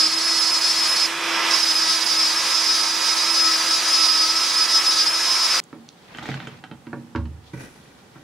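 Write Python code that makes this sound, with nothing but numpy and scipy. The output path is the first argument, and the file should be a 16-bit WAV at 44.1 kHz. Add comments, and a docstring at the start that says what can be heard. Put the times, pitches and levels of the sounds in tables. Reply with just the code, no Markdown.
"""A plunge router screeches through plywood: its bit chatters near 5 kHz over motor tones and a roar
of air and chips. The tones follow the shaft, which slows under the load of an uneven hand feed.
At 5.6 s the sound cuts off abruptly. In the quiet shop the ribbed dust hose rattles over an edge, the
tool is set down with dull knocks that ring the bench top, and a sleeve brushes the board."""
import sys
import numpy as np
from scipy import signal
from scipy.fft import rfft, irfft, next_fast_len
from scipy.io import wavfile
from scipy.ndimage import uniform_filter1d, map_coordinates

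SR = 44100
rng = np.random.default_rng(int(sys.argv[2]) if len(sys.argv) > 2 else 0)


def wav_record(signal):
    """Record a signal, one row per channel, as 16-bit PCM in the file named by sys.argv[1]."""
    frames = np.transpose(np.atleast_2d(signal))
    bounded = np.clip(frames, -1, 1)
    # unit amplitude maps onto the largest positive 16-bit level
    quanta = np.round(bounded * 32767).astype(np.int16)
    wavfile.write(sys.argv[1], SR, quanta)


N = 362943

# Stereo images of the router's noise and of the quiet sounds. Each row: Hz, left-right likeness.
NEAR_IMAGE = [(60, 0.93), (180, 1), (550, 0.99), (1650, 0.99), (4970, 0.78), (15000, 0.091)]
FAR_IMAGE = [(60, 0.99), (240, 0.86), (950, 0.28), (3770, 0.18), (15000, -0.14)]
# The scuff of hose or cloth on wood. Each row: frequency in Hz, level in dB.
SCUFF_SPECTRUM = [(2200, -19.5), (3300, -0.5), (4500, -4), (5800, -10), (7000, -15), (9000, -27)]


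def router():
    """Chatter, roar and motor around one shaft; the load bends its speed and drives the tones."""
    # The bit is in the wood. Each row: entry and exit in seconds.
    cuts = [(-.1, 1.06), (1.511, 5.7)]
    # The uneven feed. Each row: time in seconds, turns a second, chatter in dB, outer sideband trim in dB.
    feed = [(0.0, 322.8, -15, -7.5), (0.04, 321.3, -18.5, -8), (0.09, 324, -21, -7.5),
            (0.2, 326.3, -22.5, -5), (0.24, 331, -25.5, -3), (0.32, 327.4, -21, -6),
            (0.35, 328.4, -27, 0.5), (0.41, 329.5, -19.5, -5), (0.51, 329.8, -25, -3),
            (0.55, 328.7, -19, -7), (0.6, 327.8, -25.5, -2), (0.65, 329.7, -20, -6), (0.8, 328.2, -23, -4),
            (0.89, 328.6, -23, -2), (1.0, 329.5, -21, -5.5), (1.07, 327, -23, -6.5),
            (1.1, 334.8, -19.5, 1.5), (1.46, 332.2, -23.5, -1), (1.515, 331.5, -21, -5),
            (1.63, 328.7, -23, -4.5), (1.71, 324, -18.5, -6), (1.8, 325.5, -24.5, -3.5),
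            (1.93, 323.4, -17.5, -5.5), (2.0, 328, -29, 0), (2.085, 328.4, -28.5, 1.5),
            (2.11, 326.3, -20, -5.5), (2.17, 324.8, -21.5, -4.5), (2.24, 324.8, -18, -8.5),
            (2.31, 327, -30.5, 4.5), (2.37, 327.6, -22.5, -10), (2.41, 329.3, -29, 1),
            (2.57, 330.5, -22.5, -4), (2.65, 329.4, -26, -0.5), (2.71, 325, -19.5, -7),
            (2.75, 327.2, -25, 2.5), (2.8, 323.7, -24.5, 0), (2.98, 329.7, -31.5, 2),
            (3.08, 324.7, -23, -2), (3.2, 328, -30, 5.5), (3.28, 330.5, -24, -4), (3.34, 327.2, -24, 1.5),
            (3.38, 327, -20, -4), (3.52, 323.7, -19.5, -5.5), (3.65, 328.4, -29.5, 2), (3.72, 327, -19, -4),
            (3.83, 330.2, -31, 4.5), (3.94, 325, -17.5, -5.5), (3.99, 327.2, -22, -2.5),
            (4.03, 326, -18, -5), (4.07, 323, -22.5, 1.5), (4.11, 320.4, -19, -8.5), (4.15, 326.4, -21, -5),
            (4.2, 320.2, -19, -7.5), (4.28, 323, -20.5, -3), (4.32, 328.4, -22.5, -4.5),
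            (4.41, 326.4, -22.5, -5), (4.47, 330.2, -23, -1.5), (4.52, 327.5, -27.5, 2),
            (4.6, 324, -16, -8.5), (4.65, 324.8, -25, -1), (4.69, 329.6, -26.5, -0.5), (4.76, 326, -15, -8),
            (4.83, 327.5, -25.5, -3.5), (4.88, 325.3, -17, -5.5), (5.01, 323.8, -20.5, -3),
            (5.07, 322.2, -19.5, -7), (5.19, 333.2, -25.5, -3.5), (5.32, 327.3, -20.5, -5.5),
            (5.39, 331, -24, -4), (5.45, 329, -18, -4.5), (5.49, 327.2, -26.5, -1.5),
            (5.52, 329.7, -21, -7.5), (5.55, 327, -27, 3), (5.59, 327, -23.5, -3.5)]
    # The mix at the usual load. Each row: time in seconds, then in dB the roar, the unbalance tone,
    # the fourth-order tone and the chatter's lean to the left.
    mix = [(0, -28.5, -40.5, -40.5, -2.5), (.1, -30.5, -38.5, -44, 0), (.28, -29, -41, -36.5, -2.5),
           (.85, -27.5, -46, -45, -3), (1.06, -27, -43, -38.5, -1), (1.16, -27, -35.5, -41, -3),
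           (1.34, -23, -37, -37, -3), (1.48, -21, -35, -30, -3), (1.62, -27, -43.5, -44, -6),
           (1.8, -28.5, -39.5, -39, -2), (2.5, -27.5, -47, -37.5, -4), (2.85, -29, -44.5, -34.5, -3),
           (3.45, -27, -42, -33, -1), (3.95, -27.5, -45.5, -33.5, -1), (4.1, -28, -40.5, -35, -4),
           (4.27, -29, -45, -34, -2), (4.5, -27.5, -47.5, -34.5, -0.5), (5.08, -29, -45, -37, -3),
           (5.16, -28, -49, -36.5, -1.5), (5.6, -26, -53, -35, -1.5)]
    cutoff_s, bite_s, leave_s, fade_s = 5.602, 0.0086, 0.03, 0.0009
    drift_hz, judder_hz, usual_chatter_db = 0.252, 0.8, -23.5
    n = int(cutoff_s * SR)
    t = np.arange(n) / SR
    cutting = sum(np.clip(1 + np.minimum((t - enters) / bite_s, (leaves - t) / leave_s), 0, 1)
                  for enters, leaves in cuts)
    speed, chatter_db, outer_db = curves(feed, n)
    roar_db, unbalance_db, fourth_db, lean_db = curves(mix, n)
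    push_db = cutting * (chatter_db - usual_chatter_db)
    turns = np.cumsum(speed + drift_hz * wobble(15, n) + cutting * judder_hz * wobble(30, n)) / SR
    screech = bit_chatter(turns, push_db, outer_db, first_cut=t < cuts[1][0] - leave_s)
    screech += amp(outer_db - 15) * chip_spray(turns)
    roar = motor_whine(turns, cutting) + air_roar(cutting, roar_db)
    hum = shaft_hum(turns, push_db, unbalance_db, fourth_db)
    sway = panned(lean_db + 0.17 * push_db + 2 * wobble(11, n))  # harder chatter leans left
    tool = cutting ** 2 * amp(chatter_db) * sway * screech
    tool += panned(-2.9)[:, None] * (amp(roar_db) * roar + hum)
    fade = np.clip((n - np.arange(n)) / (fade_s * SR), 0, 1)
    return np.pad(tool * fade, ((0, 0), (0, N - n)))


def bit_chatter(turns, push_db, outer_db, first_cut):
    """The bit leaves waves on the wood; chopped once a turn, its tone splits into sidebands."""
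    # One row a shaft order, from 6 below the chatter upward. Each row: dB in the first cut, in the second.
    sidebands = [(-21, -18.5), (-14, -13), (-13, -9.5), (-8.5, -12.5), (-2.5, -8), (-2.5, 0), (1, 0.5),
                 (-9, -8), (-8.5, -8), (-12, -10), (-19, -18.5), (-13, -15), (-18, -27.5), (-25, -21),
                 (-15.5, -26.5), (-17, -23.5)]
    # Around twice the chatter pitch. Each row: offset in shaft orders, dB in the first cut, in the second.
    octave = [(-4, -28, -29), (-3, -28, -25), (-2, -21, -22), (-1, -16, -22), (0, -17, -18), (1, -28, -23),
              (2, -33, -28)]
    waves_per_turn, flutter, skip_db = 15.7, 0.32, -10
    loose = amp(-0.36 * push_db)  # strong chatter locks in and fades less
    centre_dip_db, side_dip_db = (skip_db * loose * np.clip(3 * (wobble(40, len(turns)) - .7), 0, 1)
                                  for _ in range(2))  # momentary dropouts
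    out = 0
    for k, dbs in enumerate(sidebands, -6):
        db = np.where(first_cut, *dbs) + (centre_dip_db if k == 0 else side_dip_db)
        if k not in (0, 1):
            db += outer_db
        out += amp(db) * tone((waves_per_turn + k) * turns, fading=flutter * loose, rate=90, apart=0.38)
    for k, *dbs in octave:
        db = np.where(first_cut, *dbs) + outer_db
        out += amp(db) * tone((2 * waves_per_turn + k) * turns, fading=0.9, rate=90, apart=0.38)
    return out


def chip_spray(turns):
    """Chips leave once a turn: a bright hiss pulsing with the shaft."""
    # Each row: frequency in Hz, level in dB.
    spectrum = [(1500, -43), (3000, -42.5), (5000, 1), (6500, -33.5), (9000, -26), (11000, -17.5),
                (13500, -24), (15700, -10.5)]
    n = len(turns)
    pulse = 1 + .5 * np.cos(2 * np.pi * np.pad(turns, (0, N - n)))
    return rush(spectrum, NEAR_IMAGE, pulse)[:, :n]


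def motor_whine(turns, cutting):
    """Harmonics of the shaft; the upper ones change balance as the bit enters the wood."""
    # Each row: shaft order, level in dB against the roar.
    low_orders = [(2, -24.5), (3, -18.5), (5, -16.5), (6, -15.5), (7, -19.5), (8, -17), (9, -20.5),
                  (10, -17)]
    # Each row: shaft order, dB against the roar when spinning free, and when cutting.
    high_orders = [(11, -19, -21), (12, -16, -21), (13, -26, -18), (14, -19, -18), (15, -13, -20),
                   (16, -15, -17), (17, -19, -22), (18, -20, -18), (19, -28, -24), (20, -28, -24)]
    out = sum(amp(db) * tone(k * turns, fading=1.0, rate=25, apart=0.4335) for k, db in low_orders)
    for k, free_db, cut_db in high_orders:
        db = (1 - cutting) * free_db + cutting * cut_db
        out += amp(db) * tone(k * turns, fading=0.74, rate=25, apart=0.41)
    return out


def air_roar(cutting, roar_db):
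    """The stream of air and dust, coloured by the plywood sheet that sounds along with it."""
    # Each row: frequency in Hz, level in dB.
    spectrum = [(25, -51.5), (64, -52), (178, -23), (300, -14), (460, -12), (850, -7), (920, -6),
                (1340, -7), (1500, -3.5), (3300, -6.5), (4000, -5.5), (5500, -7), (7500, -11), (11200, -17),
                (15700, -32)]
    n = len(cutting)
    air = unit(filtered(rush(spectrum, NEAR_IMAGE)[:, :n], plywood))
    chipless = uniform_filter1d(1 - cutting, size=7000)  # the dust thins and thickens slowly
    air -= .5 * chipless * filtered(air, lambda hz: hz > 3600)  # duller without chips
    swell_db = np.clip(roar_db + 26.5, 0, None)
    air -= (1 - amp(-0.6 * swell_db)) * filtered(air, lambda hz: hz > 6000)  # swells favour lows and mids
    return amp(1.5 + 0.53 * wobble(12, n)) * air


def plywood(hz):
    """Gain of the sheet's resonances, roughened by the shop's many narrow standing waves."""
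    # Each row: centre in Hz, width in Hz, lift in dB.
    resonances = [(920, 33, 6.5), (1054.4, 12.3, 12.5), (1119, 23, 6.5), (1225, 43, 7), (1780, 12, -5),
                  (2160, 48, 0.5), (2310, 76, 1.5), (2496, 55, 4.5)]
    lift_db = sum(db * np.exp(-((hz - centre) / width) ** 2) for centre, width, db in resonances)
    ripple_db = 1.8 * np.interp(hz, 22 * np.arange(1100), rng.standard_normal(1100))
    return amp(lift_db + ripple_db)


def shaft_hum(turns, push_db, unbalance_db, fourth_db):
    """Unbalance hums once a turn; it and the fourth order grow with the chatter."""
    gain = amp(unbalance_db + 0.21 * push_db + 0.75 * wobble(10, len(turns)))
    unbalance = gain * tone(turns, fading=0.28, rate=17, apart=.08)
    fourth = amp(fourth_db + 0.84 * push_db) * tone(4 * turns, fading=0.46, rate=40, apart=0.27)
    return unbalance + fourth


def hose_rattle():
    """Each rib snaps over the edge and rings the hose wall; the hose's weight thumps the bench."""
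    # Each row: start in seconds, level in dB, treble in dB against that level.
    ribs = [(6.148, -32.5, -26), (6.185, -27.5, -16), (6.226, -26.5, -21), (6.256, -25, -17),
            (6.288, -23, -20), (6.316, -26, -22), (6.341, -24, -17), (6.402, -27, -33), (6.471, -25, -17),
            (6.639, -29.5, -22), (6.713, -31, -50), (6.868, -36, -31)]
    # Each row: frequency in Hz, level in dB, t60 in seconds.
    wall_modes = [(810, -0.5, 0.015), (1270, -2.5, 0.013), (1570, -5.5, 0.022), (1920, -1.5, 0.013),
                  (2260, -6, 0.015), (2730, -7, 0.012), (3090, -3.5, 0.013), (3670, -9, 0.01),
                  (4200, -11, 0.0069)]
    echo_s, echo_db, thump_db = 0.008, -8, -31.5
    t, out = np.arange(SR // 3) / SR, 0
    for start, db, treble_db in ribs:
        snap = ringing(wall_modes, t, scatter_db=2.0) * (1 - np.exp(-t / .0006))
        snap += amp(-2) * crack(t, hz=2200, octaves=0.8, t60=0.012)
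        snap += amp(treble_db) * crack(t, hz=6200, octaves=0.65, t60=0.058)
        snap += amp(echo_db) * np.roll(snap, round(echo_s * SR))  # a quick echo off the bench or wall
        thump = bench_thud(t, boom_db=-21, body_db=-3) * amp(thump_db + 4.5 * rng.standard_normal())
        out += in_shop(start, amp(db) * snap + thump, wet_db=-6)
    return out


def hose_drag():
    """The hose slides along the edge: a low, grainy drag under a brighter scuff."""
    # Each row: time in seconds, drag in dB, scuff in dB.
    slide = [(5.9, -80, -64), (6.096, -48.5, -56.5), (6.304, -37.5, -42.5), (6.348, -42.5, -47),
             (6.462, -44, -53), (6.6, -53, -60.5), (6.7, -90, -91)]
    # Each row: frequency in Hz, level in dB.
    drag_spectrum = [(150, -2), (300, -5), (900, -3), (1500, -4.5), (2100, -4), (2800, -6), (4000, -37)]
    drag_db, scuff_db = curves(slide)
    return amp(drag_db) * friction(drag_spectrum) + amp(scuff_db) * friction(SCUFF_SPECTRUM)


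def bench_knocks():
    """The tool is set down: each knock thuds in the bench top under a short rap and click."""
    # Each row: start in seconds, level in dB, then trims in dB for boom, body, rap and click.
    knocks = [(5.728, -24.5, -38, -11.5, -6, -24), (6.93, -19.5, -37.5, -4, -3.5, -25),
              (7.15, -15.5, -7.5, -10, -6, -19), (7.159, -20, -13, -6, -7.5, -6.5),
              (7.255, -41.5, -7, -17, 0, 0), (7.376, -53, -7.5, -3, -9, -18),
              (7.534, -25, -16, -1, -27, -30), (8.157, -45, -15, 2, 8, -15)]
    t, out = np.arange(SR // 2) / SR, 0
    for start, db, boom_db, body_db, rap_db, click_db in knocks:
        thud = bench_thud(t, boom_db, body_db)
        rap = amp(rap_db) * crack(t, hz=1120, octaves=0.76, t60=0.021)
        click = amp(click_db) * crack(t, hz=2500, octaves=0.94, t60=0.015)
        out += in_shop(start, amp(db) * (thud + rap + click), wet_db=-4)
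    return out


def bench_thud(t, boom_db, body_db, upper_db=-6.5):
    """The bench top rings with a soft attack; the boom is its lowest modes, woken by heavy blows."""
    # Each row: frequency in Hz, level in dB, t60 in seconds.
    top_modes = [(77.4, -1, 0.35), (101.2, -1, 0.39), (134, -7, 0.28), (170, 1.5, 0.053),
                 (232.3, -3.5, 0.19), (323, 4, 0.055), (435, -7.5, 0.082), (562, -12, 0.1),
                 (950, -6, 0.056)]
    modes = [(hz, db + (boom_db if hz < 112 else body_db if hz < 190 else upper_db), t60)
             for hz, db, t60 in top_modes]
    return (1 - np.exp(-t / 0.0029)) * ringing(modes, t, scatter_db=2.5)


def ticks():
    """Small hard parts touch with tiny bright ticks."""
    # Each row: start in seconds, level in dB, centre in Hz.
    touches = [(5.6385, -35, 6800), (5.889, -27, 4200), (5.927, -47, 3500), (6.173, -33, 5000)]
    t = np.arange(SR // 10) / SR
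    return sum(in_shop(start, amp(db) * crack(t, hz, octaves=0.6, t60=0.007), wet_db=-13)
               for start, db, hz in touches)


def sleeve_brush():
    """Cloth strokes the board in three layers of friction: rasp, scuff and a high rustle."""
    # Each row: start, rise and hold in seconds, then rasp, scuff and rustle in dB.
    strokes = [(7.415, 0.056, 0.0054, -58.5, -53.5, -68), (7.531, 0.006, .04, -45, -66, -56),
               (7.571, .035, .03, -42, -61, -52), (7.724, 0.063, 0.17, -54.5, -61.5, -77),
               (7.96, 0.032, .12, -61, -66, -82), (8.114, .04, .1, -53.5, -65, -75)]
    # Each row of both spectra: frequency in Hz, level in dB.
    rasp = [(250, 5), (500, -3.5), (1300, -9.5), (1510, 0), (1720, -10), (1950, 0), (2150, -16),
            (2370, -2.5), (2600, -13), (3300, -29), (3880, -21), (4500, -27), (5300, -24), (5700, -14),
            (6100, -16), (6700, -27), (8000, -29)]
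    rustle = [(6000, -8), (8500, -13), (10500, -5.5), (12000, -19), (15700, -25.5)]
    out = 0
    for k, (spectrum, fall_db_per_s) in enumerate([(rasp, 145), (SCUFF_SPECTRUM, 151), (rustle, 76)]):
        gain = sum(stroke(start, rise, hold, dbs[k], fall_db_per_s) for start, rise, hold, *dbs in strokes)
        out += gain * friction(spectrum)
    return out


def sleeve_squeak(start=7.58, from_hz=2380, hz_per_s=9000):
    """A faint rising squeak within a stroke."""
    t = np.clip(np.arange(N) / SR - start, 0, .3)
    squeak = tone(np.cumsum(from_hz + hz_per_s * t) / SR, fading=1.5, rate=120, apart=.4)
    return stroke(start, rise=.03, hold=.04, db=-55, fall_db_per_s=500) * squeak


def cuff_taps():
    """A hard part of the cuff taps the board and rings briefly."""
    # Each row: start in seconds, level in dB.
    taps = [(7.536, -41), (7.578, -44.5)]
    # Each row: frequency in Hz, level in dB, t60 in seconds.
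    modes = [(1530, -0.5, .04), (1990, -1.5, .035), (2370, -3.5, .04), (6000, -14, .015)]
    t = np.arange(SR // 10) / SR
    return sum(in_shop(start, amp(db) * ringing(modes, t, scatter_db=1.0), wet_db=-4) for start, db in taps)


def shop_hush():
    """Low room tone, gently wavering in level."""
    # Each row: frequency in Hz, level in dB.
    spectrum = [(15, -38.5), (25, -26.5), (164, 0.5), (340, -5), (598, -8), (666, -16), (741, -5),
                (919, -10), (2700, -18.5), (3000, -19), (10000, -27.5), (15500, -37.5)]
    return amp(-51.5 + 0.84 * wobble(3)) * panned(-2.0)[:, None] * rush(spectrum, FAR_IMAGE)


def in_shop(start, dry, wet_db):
    """Places a short sound a little to the right, with a fresh tail of the shop's echoes."""
    # Each row: frequency in Hz, t60 in seconds.
    decay = [(100, 0.76), (400, 0.27), (1500, 0.19), (5000, 0.19), (12000, 0.037)]
    # Each row: frequency in Hz, left-right likeness.
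    echo_image = [(60, 0.88), (240, 0.97), (950, 1), (3770, 0.49), (15000, 0.028)]
    hz, t, noise = signal.stft(rng.standard_normal((2, SR // 2)), SR, nperseg=256)
    tail = signal.istft(noise * amp(-60 * t / along(decay, hz)[:, None]), SR, nperseg=256)[1]
    tail = paired(tail, [(100, -3.0), (1000, -0.5)], echo_image)
    tail = amp(wet_db) * tail / np.linalg.norm(tail[0])
    tail[:, 0] = 1  # the direct sound
    heard = panned(-3.1)[:, None] * signal.fftconvolve(dry[None], tail, axes=1)
    heard = filtered(heard, lambda f: (1j * f / (1j * f + 52)) ** 2)  # small things radiate no deep bass
    return np.pad(heard, ((0, 0), (round(start * SR), N)))[:, :N]


def tone(cycles, fading, rate, apart):
    """A gliding tone in a room: echoes make it fade and slip, a little differently on each side."""
    n = len(cycles)
    shared, own = (wobble(rate, n) + 1j * wobble(rate, n) for _ in range(2))
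    carrier = np.exp(2j * np.pi * (cycles + rng.random()))
    mid, side = (carrier * (1 + fading * shared)).real, (carrier * apart * own).real
    return unit(np.array([mid + side, mid - side]))


def ringing(modes, t, scatter_db):
    """Decaying modes, struck at new strengths each time."""
    return sum(amp(db + scatter_db * rng.standard_normal() - 60 * t / t60)
               * np.sin(2 * np.pi * hz * t + k * k) for k, (hz, db, t60) in enumerate(modes))


def crack(t, hz, octaves, t60):
    """A puff of noise around hz, at peak 1."""
    puff = rng.standard_normal(len(t)) * amp(-60 * t / t60) * (t > 0)
    delay_s = 0.64 / (hz * octaves)  # keeps the attack whole
    band = lambda f: np.exp(-(np.log2((f + 1) / hz) / octaves) ** 2 - 2j * np.pi * f * delay_s)
    puff = filtered(puff, band)
    return puff / np.abs(puff).max()


def friction(spectrum):
    """The slightly grainy noise of rubbing."""
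    return rush(spectrum, FAR_IMAGE, pulse=amp(2.5 * wobble(220)))


def stroke(start, rise, hold, db, fall_db_per_s):
    """Gain that rises, holds and dies away."""
    t = np.arange(N) / SR - start
    return np.clip(t / rise, 0, 1) * amp(db - fall_db_per_s * np.clip(t - rise - hold, 0, None))


def rush(spectrum, image, pulse=1):
    """Stereo noise at rms 1, beating with pulse."""
    return unit(paired(pulse * rng.standard_normal((2, N)), spectrum, image))


def paired(pair, spectrum, image):
    """Two unrelated signals, coloured and mixed into left and right of the given likeness."""
    turn = lambda hz: np.arccos(np.clip(along(image, hz), -1, 1)) / 2
    mid, side = filtered(pair, lambda hz: amp(along(spectrum, hz)) * [np.cos(turn(hz)), np.sin(turn(hz))])
    return np.array([mid + side, mid - side])


def filtered(x, response):
    """x through a complex frequency response."""
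    m = next_fast_len(x.shape[-1] + 8192)
    return irfft(rfft(x, m) * response(np.fft.rfftfreq(m, 1 / SR)), m)[..., :x.shape[-1]]


def wobble(rate, n=N):
    """A random curve with rate knots a second."""
    return map_coordinates(rng.standard_normal(4000), [np.arange(n) * rate / SR], order=1)


def curves(rows, n=N):
    """One value per sample for each column after the time."""
    times, *columns = np.transpose(rows)
    return [np.interp(np.arange(n) / SR, times, column) for column in columns]


def along(points, hz):
    """Reads (Hz, value) points on a log axis."""
    freqs, values = np.transpose(points)
    return np.interp(np.log(hz + 1), np.log(freqs + 1), values)


def panned(db):
    """Left and right gains, db apart."""
    return amp([db / 2, -db / 2])


def amp(db):
    """Gain of a level in dB."""
    return 10 ** (np.asarray(db) / 20)


def unit(x):
    """x at rms 1."""
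    return x / np.sqrt(np.mean(np.abs(x) ** 2) + 1e-20)


def scene():
    """The router, then handling sounds, over the shop's hush."""
    return (shop_hush() + router() + hose_rattle() + bench_knocks() + ticks() + hose_drag()
            + sleeve_brush() + sleeve_squeak() + cuff_taps())


def record(dry):
    """The microphone drops the deepest bass; nothing passes above 15.7 kHz."""
    return filtered(dry, lambda hz: (1j * hz / (1j * hz + 28)) ** 3 * (hz < 15700))


dry = scene()
out = record(dry)
wav_record(out)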